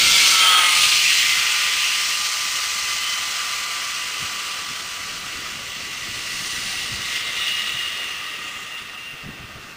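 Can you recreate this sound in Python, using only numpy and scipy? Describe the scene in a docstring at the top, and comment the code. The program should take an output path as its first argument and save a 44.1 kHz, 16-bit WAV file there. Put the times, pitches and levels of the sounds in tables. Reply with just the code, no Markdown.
"""On a platform above a wooded valley, a zip line trolley rushes past and runs away down the cable.
Its wheels drum over the twisted strands of the steel cable: sine harmonics make a falling whine.
Noise shaped by resonances makes the rasp of the ringing metal, with hiss and short rattles.
Wind buffets the microphone with short swings of pressure and low noise. Behind it lie a wash
of air, a faint hum and, at the end, a thin whistle. The sound is mono."""
import sys
import numpy as np
from scipy import signal
from scipy.fft import rfft, irfft, next_fast_len
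from scipy.io import wavfile
from scipy.ndimage import uniform_filter1d

SR = 44100
rng = np.random.default_rng(int(sys.argv[2]) if len(sys.argv) > 2 else 0)


def master_out(mix):
    """Clip the mix to full scale and print it as 16-bit PCM to the path in sys.argv[1]."""
    frames = np.transpose(np.atleast_2d(mix))
    ceiling = np.clip(frames, -1, 1)
    pcm = np.round(ceiling * 32767).astype(np.int16)
    wavfile.write(sys.argv[1], SR, pcm)


N = 430416
TIME = np.arange(N) / SR
# noise is shaped in short frames: frame times in seconds, and the frequencies in Hz within each frame
FRAME_S = np.arange(N // 256 + 5) * 256 / SR
BINS = np.fft.rfftfreq(1024, 1 / SR)


def amp(db):
    """Turns decibels into gain."""
    return 10 ** (np.asarray(db) / 20)


def unit(x):
    """Scales a signal to rms 1."""
    return x / np.sqrt(np.mean(x ** 2) + 1e-20)


def curves(rows, t):
    """Reads the columns of a timed table at times t, with straight lines between rows."""
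    s, *columns = np.transpose(rows)
    return [np.interp(t, s, column) for column in columns]


def swell(t, s, half_s):
    """A smooth bump of height 1 around time s."""
    return np.exp(-((t - s) / half_s) ** 2)


def fade_in(t, s, over_s):
    """A smooth step from 0 to 1 around time s."""
    return (1 + np.tanh((t - s) / (2 * over_s))) / 2


def colour(points, hz):
    """Gain of a spectrum table at frequencies hz."""
    f, db = np.transpose(points)
    return amp(np.interp(np.log(hz + 1), np.log(f), db))


def resonances(modes, hz):
    """Gain of a set of steep-sided resonances, added as power."""
    power = sum((amp(db) / (1 + ((hz - f) / width) ** 2)) ** 2 for f, width, db in modes)
    return np.sqrt(power)


def wander(rate_hz):
    """Random drift of rms 1, mostly slower than the given rate."""
    size = next_fast_len(N)
    f = np.fft.rfftfreq(size, 1 / SR)
    spectrum = rfft(rng.standard_normal(size))
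    return unit(irfft(spectrum / (1 + (f / rate_hz) ** 2))[:N])


def noise(gain):
    """Noise with the given short-time spectrum; a frame whose squared gains sum to 1 has rms 1."""
    a, b = rng.standard_normal((2, len(FRAME_S), len(BINS)))
    size = 2 * (len(BINS) - 1)
    _, sound = signal.istft(((a + 1j * b) * gain).T, nperseg=size, noverlap=size * 3 // 4)
    return sound[:N] * np.sqrt(3 / 2)


def spread(gain):
    """Scales each frame's spectrum to power 1."""
    return gain / np.linalg.norm(gain, axis=-1, keepdims=True)


def patches(depth_db):
    """Random gain patches a few hundred Hz wide and some 50 ms long."""
    z = rng.standard_normal((len(FRAME_S), len(BINS)))
    smooth = uniform_filter1d(uniform_filter1d(z, size=9, axis=0), size=7, axis=1)
    return amp(depth_db * unit(smooth))


# Colour of the valley air. Each row: frequency in Hz, relative level in dB per Hz.
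VALLEY = [(30, -21), (150, -1.5), (400, 0.5), (700, -0.5), (900, -4.5), (2000, -3), (5000, -8.5),
          (10000, -25), (15000, -17)]
# Loudness of the wash of air. Each row: time in seconds, level in dB.
AIR = [(0, -35.5), (1, -52), (2.5, -50), (4, -47.5), (5.5, -43.5), (7.5, -44), (9.76, -45.5)]
# a faint low hum that comes and goes
HUM_HZ, HUM_DB, HUM_FROM_S, HUM_TO_S, HUM_FADE_S = 80.7, -64, 2, 5.2, 0.069
# a thin far whistle that fades in
WHISTLE_HZ, WHISTLE_DB, WHISTLE_FROM_S, WHISTLE_FADE_S = 1569, -54, 9.2, .08


def background():
    """A wash of air made of shaped noise, and a hum and a whistle made of slightly unsteady sines."""
    humming = fade_in(TIME, HUM_FROM_S, HUM_FADE_S) - fade_in(TIME, HUM_TO_S, HUM_FADE_S)
    hum = amp(HUM_DB) * humming * np.sin(2 * np.pi * HUM_HZ * TIME + .5 * wander(3))
    whistling = fade_in(TIME, WHISTLE_FROM_S, WHISTLE_FADE_S)
    whistle = amp(WHISTLE_DB) * whistling * np.sin(2 * np.pi * WHISTLE_HZ * TIME + .5 * wander(12.2))
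    air_db, = curves(AIR, TIME)
    air = amp(air_db) * noise(spread(colour(VALLEY, BINS)) * patches(depth_db=2.5))
    return air + np.sqrt(2) * (hum + whistle)  # a sine of peak sqrt(2) has rms 1


# Light breeze on the microphone, level in dB.
BREEZE_DB = -56.5
# Gusts over the breeze. Each row: middle in seconds, half length in seconds, level in dB.
GUSTS = [(.12, 0.23, -48), (1.1, 0.46, -57), (5.35, 0.5, -49.5), (6.6, 1, -47.5), (9.55, 0.26, -48.5)]
# Eddies that thump the microphone.
# Each row: middle in seconds, peak level in dB before a common trim, pitch in Hz, half length in seconds.
BUFFETS = [(.035, -34, 220, .012), (.07, -38, 70, .025), (.8, -43, 140, .012), (.87, -44, 80, .02),
           (1.395, -37, 120, .013), (4.22, -33, 150, .009), (4.245, -38, 100, .012), (4.71, -36, 140, .011),
           (6.1, -39, 100, .022), (6.925, -34, 120, .015), (6.95, -39, 70, .02), (7.0, -37, 120, .013),
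           (7.76, -37, 125, .018), (9.144, -33, 160, .006), (9.251, -33, 145, .011),
           (9.274, -35, 170, .008), (9.29, -25, 215, .005), (9.305, -34, 80, .016), (9.4, -38, 120, .009),
           (9.448, -37, 110, .008), (9.573, -35, 140, .008)]
# Colour of the wind rumble. Each row: frequency in Hz, relative level in dB per Hz.
RUMBLE = [(15, -11), (35, -3), (70, 3.5), (130, 1.5), (200, 0), (300, -5.5), (600, -20), (1500, -32),
          (6000, -80)]


def wind(lumpy_db=2.7, stir_db=-12, thump_db=-2.5):
    """Lumpy turbulence swells in gusts; each eddy is a short swing of pressure in a stir of rumble."""
    power = amp(BREEZE_DB) ** 2
    power += sum((amp(db) * swell(TIME, s, half_s)) ** 2 for s, half_s, db in GUSTS)
    breeze = np.sqrt(power) * amp(lumpy_db * wander(16))
    thumps = np.zeros(N)
    for (s, db, hz, length), start in zip(BUFFETS, rng.random(len(BUFFETS))):
        near = abs(TIME - s) < 10 * length
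        t = TIME[near]
        swing = np.cos(2 * np.pi * (hz * (t - s) + start))
        thumps[near] += amp(db + thump_db) * swell(t, s, length) * swing
        breeze[near] += amp(db + stir_db) * swell(t, s, 2 * length)
    return thumps + breeze * noise(spread(colour(RUMBLE, BINS)))


# The trolley rattles. Each row: time in seconds, starting level in dB.
RATTLES = [(.19, -21), (.421, -16), (.834, -13), (.92, -15), (7.165, -26), (7.367, -24), (7.481, -21)]
# Resonances of the trolley's frame, also used by the rasp.
# Each row: frequency in Hz, width in Hz, relative level in dB. The rasp shifts their pitch.
FRAME = [(2505, 400, -0.31), (2825, 300, -1.1), (3280, 450, -1.6)]
# Colour of steel rubbing on steel, also used by the hiss.
# Each row: frequency in Hz, relative level in dB per Hz.
RUBBING_COLOUR = [(300, -48), (900, -19), (1600, -6.5), (3000, -21), (3750, -2.5), (4200, 2), (5000, 0.5),
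                  (6300, -0.5), (6500, -2.5), (8300, -6), (9300, -9.5), (9950, -12.5), (10200, -19.5),
                  (15500, -16)]


def rattles(decay_s=0.011):
    """Short knocks that ring the frame: bursts of noise that start at once and die away."""
    blows = sum(amp(db) * (TIME >= s) * np.exp(-abs(TIME - s) / decay_s) for s, db in RATTLES)
    return blows * noise(spread(resonances(FRAME, BINS) + 0.25 * colour(RUBBING_COLOUR, BINS)))


# the ride: moment of the closest pass, speed and distance then
PASS_S, SPEED_M_PER_S, NEAREST_M = .545, 22.04, 7.7
SOUND_M_PER_S = 343
# the trolley is side-on to the microphone around this moment, for this long either way
SIDE_ON_S, SIDE_ON_HALF_S = 0.6, .19
# it turns its back to the microphone around this moment, with this time scale
BEHIND_S, BEHIND_OVER_S = 5.5, .5


def doppler(t):
    """Pitch factor of the moving trolley: above 1 as it comes, below 1 as it goes."""
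    along_m = SPEED_M_PER_S * (t - PASS_S)
    closing = along_m / np.hypot(along_m, NEAREST_M)  # from -1 coming to 1 going
    return 1 / (1 + SPEED_M_PER_S / SOUND_M_PER_S * closing)


# Loudness of steel rubbing on steel. Each row: time in seconds, level in dB before the trims below.
RUBBING = [(0.0, -20.5), (0.32, -18.5), (0.43, -23), (0.54, -24.5), (0.65, -25.5), (0.81, -21), (1.71, -27),
           (1.87, -26), (5.76, -38.5), (6.66, -31.5), (6.93, -35), (7.18, -32), (7.23, -36.5), (7.5, -34.5),
           (7.72, -36.5), (9.43, -53.5), (9.71, -49.5), (9.76, -52)]


def hiss(hiss_db=1.88, side_db=-2, top_side_db=3.5, top_behind_db=-1.0):
    """Spectrum of the rubbing: its treble is brightest side-on and dullest from behind."""
    side = swell(FRAME_S, SIDE_ON_S, SIDE_ON_HALF_S)
    behind = fade_in(FRAME_S, BEHIND_S, BEHIND_OVER_S)
    level, = curves(RUBBING, FRAME_S)
    treble = np.clip((BINS - 5000) / 3000, 0, 1)  # rises from 5 to 8 kHz
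    top = top_side_db * side + top_behind_db * behind
    level_db = (level + hiss_db + side_db * side)[:, None] + top[:, None] * treble
    return amp(level_db) * spread(colour(RUBBING_COLOUR, BINS))


# How loudly the trolley's metal rings, with distance and the roughness of the cable.
# Each row: time in seconds, level in dB before the trims below.
ROLLING = [(0.0, -18.5), (0.05, -17.5), (0.62, -19), (0.68, -18.5), (1.0, -18.5), (1.63, -23),
           (1.85, -22.5), (2.23, -27.5), (4.54, -31), (4.81, -34), (5.73, -34.5), (6.82, -30),
           (6.96, -32.5), (7.18, -28), (7.26, -31.5), (7.5, -27.5), (8.42, -34), (9.76, -45.5)]
# The cable's low ring. Each row: time in seconds, level in dB before the trims below.
CABLE_RING = [(0.0, -36), (0.02, -36.5), (0.24, -33), (0.57, -21), (0.62, -23.5), (1.14, -43),
              (1.44, -35.5), (3.07, -35), (3.7, -33.5), (4.08, -36.5), (4.24, -34.5), (5.95, -41),
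              (7.37, -37.5), (8.59, -42), (9.13, -45.5), (9.76, -43.5)]
# The band around 2 kHz dips briefly, as a reflection from the ground cancels it.
# Each row: middle in seconds, half length in seconds, change in dB.
GROUND_DIPS = [(.92, .11, -18), (1.825, 0.14, -2.5)]


def ring_levels(t, cable_db=-2.0, cable_side_db=-1.0, wheel_db=-9.5, wheel_behind_db=3,
                frame_db=-1.0, frame_behind_db=-.5):
    """Levels in dB of cable, wheels and frame: the cable shifts side-on, the others from behind."""
    side, behind = swell(t, SIDE_ON_S, SIDE_ON_HALF_S), fade_in(t, BEHIND_S, BEHIND_OVER_S)
    cable, = curves(CABLE_RING, t)
    rolling, = curves(ROLLING, t)
    dips = sum(db * swell(t, s, half_s) for s, half_s, db in GROUND_DIPS)
    return (cable + cable_db + cable_side_db * side,
            rolling + wheel_db + wheel_behind_db * behind + dips,
            rolling + frame_db + frame_behind_db * behind)


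# Resonances of the cable, the wheels, and the frame from far behind, before the rasp shifts their pitch.
# Each row: frequency in Hz, width in Hz, relative level in dB.
CABLE = [(525, 110, -20.5), (718, 53, -15), (1230, 44, -15.5), (1225, 81, -3), (1442, 210, -6.5)]
WHEEL = [(1937, 126, -1.5), (2036, 135, 3.5)]
FRAME_FAR = [(2400, 250, -3), (2780, 250, 3), (3100, 470, -9), (3380, 500, -2)]
# the cable's highest resonance sets in once the trolley has gone by
GONE_S = 1.4
# The rasp flares in one band.
# Each row: middle in seconds, half length in seconds, frequency in Hz, width in Hz, level in dB.
SIZZLES = [(0.565, 0.21, 1560, 200, -30.5), (.62, 0.37, 9400, 506, -30.5), (0.833, .1, 3850, 350, -25.5),
           (1.07, 0.058, 2620, 170, -22.5), (1.447, 0.23, 1430, 100, -34.5), (1.866, 0.1, 2720, 140, -28),
           (2.138, .03, 2780, 100, -28), (6.6, .35, 9150, 250, -42), (7.4, 0.52, 3650, 350, -33.5),
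           (7.9, 1, 9400, 130, -55), (8.198, 0.77, 1225, 45, -43), (8.55, 0.2, 7060, 900, -46)]


def rasp(tuning=.99, patchy_db=1.0, flutter_db=.5, grain_db=0.52):
    """The rough cable shakes wheels and frame and hisses under the wheels; the ring falls on passing."""
    # resonances are tuned to the end of the ride, so earlier frames are shifted against it
    shift = tuning * doppler(FRAME_S) / doppler(FRAME_S[-1])
    hz = BINS / shift[:, None]
    gone = fade_in(FRAME_S, GONE_S, over_s=.06)[:, None]
    behind = fade_in(FRAME_S, BEHIND_S, BEHIND_OVER_S)[:, None]
    cable = (1 - gone) * resonances(CABLE[:-1], hz) + gone * resonances(CABLE, hz)
    frame = (1 - behind) * resonances(FRAME, hz) + behind * resonances(FRAME_FAR, hz)
    power = hiss() ** 2
    for shape, level in zip((cable, resonances(WHEEL, hz), frame), ring_levels(FRAME_S)):
        power += (amp(level)[:, None] * spread(shape)) ** 2
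    for s, half_s, band_hz, width, db in SIZZLES:
        band = spread(resonances([(band_hz, width, 0)], BINS))
        power += (amp(db) * swell(FRAME_S, s, half_s)[:, None] * band) ** 2
    contact = amp(flutter_db * wander(38) + grain_db * wander(380))  # wheel pressure flutters
    return noise(np.sqrt(power) * patches(patchy_db)) * contact


def line(phase, width_hz, smear, skirt=0.37):
    """One partial of rms 1; the uneven cable smears its phase and adds a noisy skirt."""
    noisy = np.clip(skirt * smear, 0, 1)
    phase = phase + smear * wander(width_hz / 2)
    fuzz = wander(width_hz) * np.cos(phase) + wander(width_hz) * np.sin(phase)
    return np.sqrt(2 * (1 - noisy)) * np.cos(phase) + np.sqrt(noisy) * fuzz


# rate at which the wheels meet the strands, before the pitch change of passing, and how it sags
STRAND_HZ, SLOWING_PER_S2 = 182.2, .001188
# Strand harmonics carried by the cable, the wheels and the frame.
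# Each row: harmonic number, level in dB against that part's ring, change in dB per second,
# line width in Hz, smear from 0 to 1.
CABLE_HARMONICS = [(5, -9, -3, 15, 0.9), (6, -6.5, -1.21, 11, 0), (7, 2.5, -2, 20, .12)]
WHEEL_HARMONICS = [(11, -3, -1.45, 18, 0.7), (12, -5.5, 0.33, 36, 0.4), (13, -10.5, 0.28, 100, 0.8)]
FRAME_HARMONICS = [(17, -16, 0.98, 35, 0.86), (18, -19, 1.5, 47, 0.5), (24, -13, -.8, 80, 0.6)]
# One harmonic of the whine swells for a moment.
# Each row: middle in seconds, half length in seconds, harmonic number, level in dB.
HARMONIC_SWELLS = [(.16, .06, 18, -26), (.22, .07, 12, -28), (.3, 0.099, 24, -33), (.55, 0.082, 24, -32),
                   (0.455, 0.073, 17, -20), (.56, 0.077, 18, -19), (.69, 0.056, 12, -27), (.8, .1, 24, -32),
                   (1.327, 0.078, 12, -32.5), (3.0, 0.68, 12, -39.5), (3.06, 0.15, 18, -32),
                   (7.225, 0.24, 13, -36), (7.52, 0.17, 18, -32), (7.9, 0.37, 18, -35.5),
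                   (8.75, 0.045, 18, -37), (9.08, 0.13, 18, -42)]


def whine(unsteady=0.00093, waver_db=-0.36, waver_hz=3, swell_width_hz=50, swell_smear=0.88):
    """Harmonics of the strand rate, which falls as the trolley passes and then sags slowly."""
    rate = STRAND_HZ * doppler(TIME) * (1 - SLOWING_PER_S2 * TIME ** 2)
    phase = 2 * np.pi * np.cumsum(rate * (1 + unsteady * wander(5.7))) / SR
    out = np.zeros(N)
    carried = (CABLE_HARMONICS, WHEEL_HARMONICS, FRAME_HARMONICS)
    for level, harmonics in zip(ring_levels(TIME), carried):
        for harmonic, db, db_per_s, width, smear in harmonics:
            gain = amp(level + db + db_per_s * TIME + waver_db * wander(waver_hz))
            out += gain * line(round(harmonic) * phase, width, smear)
    # swells of the same harmonic share one line
    for harmonic in sorted({round(row[2]) for row in HARMONIC_SWELLS}):
        gain = sum(amp(db) * swell(TIME, s, half_s)
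                   for s, half_s, k, db in HARMONIC_SWELLS if round(k) == harmonic)
        out += gain * line(harmonic * phase, swell_width_hz, swell_smear)
    return out


def scene():
    """Adds all the layers; one microphone feeds both channels."""
    mono = background() + wind() + rattles() + rasp() + whine()
    return np.tile(mono, (2, 1))


JITTER_HZ, EDGE_HZ = 12100, 15550  # rate of the timing error, and the upper band limit


def record(dry, jitter_samples=0.41):
    """A periodic timing error in the sampling mirrors the whir into the top treble; then the band limit."""
    slope = np.gradient(dry, axis=1)
    mirrored = dry + jitter_samples * np.cos(2 * np.pi * JITTER_HZ * TIME) * slope
    lowpass = signal.firwin(801, EDGE_HZ, window=("kaiser", 9), fs=SR)
    return signal.oaconvolve(mirrored, lowpass[None], "same")


dry = scene()
out = record(dry)
master_out(out)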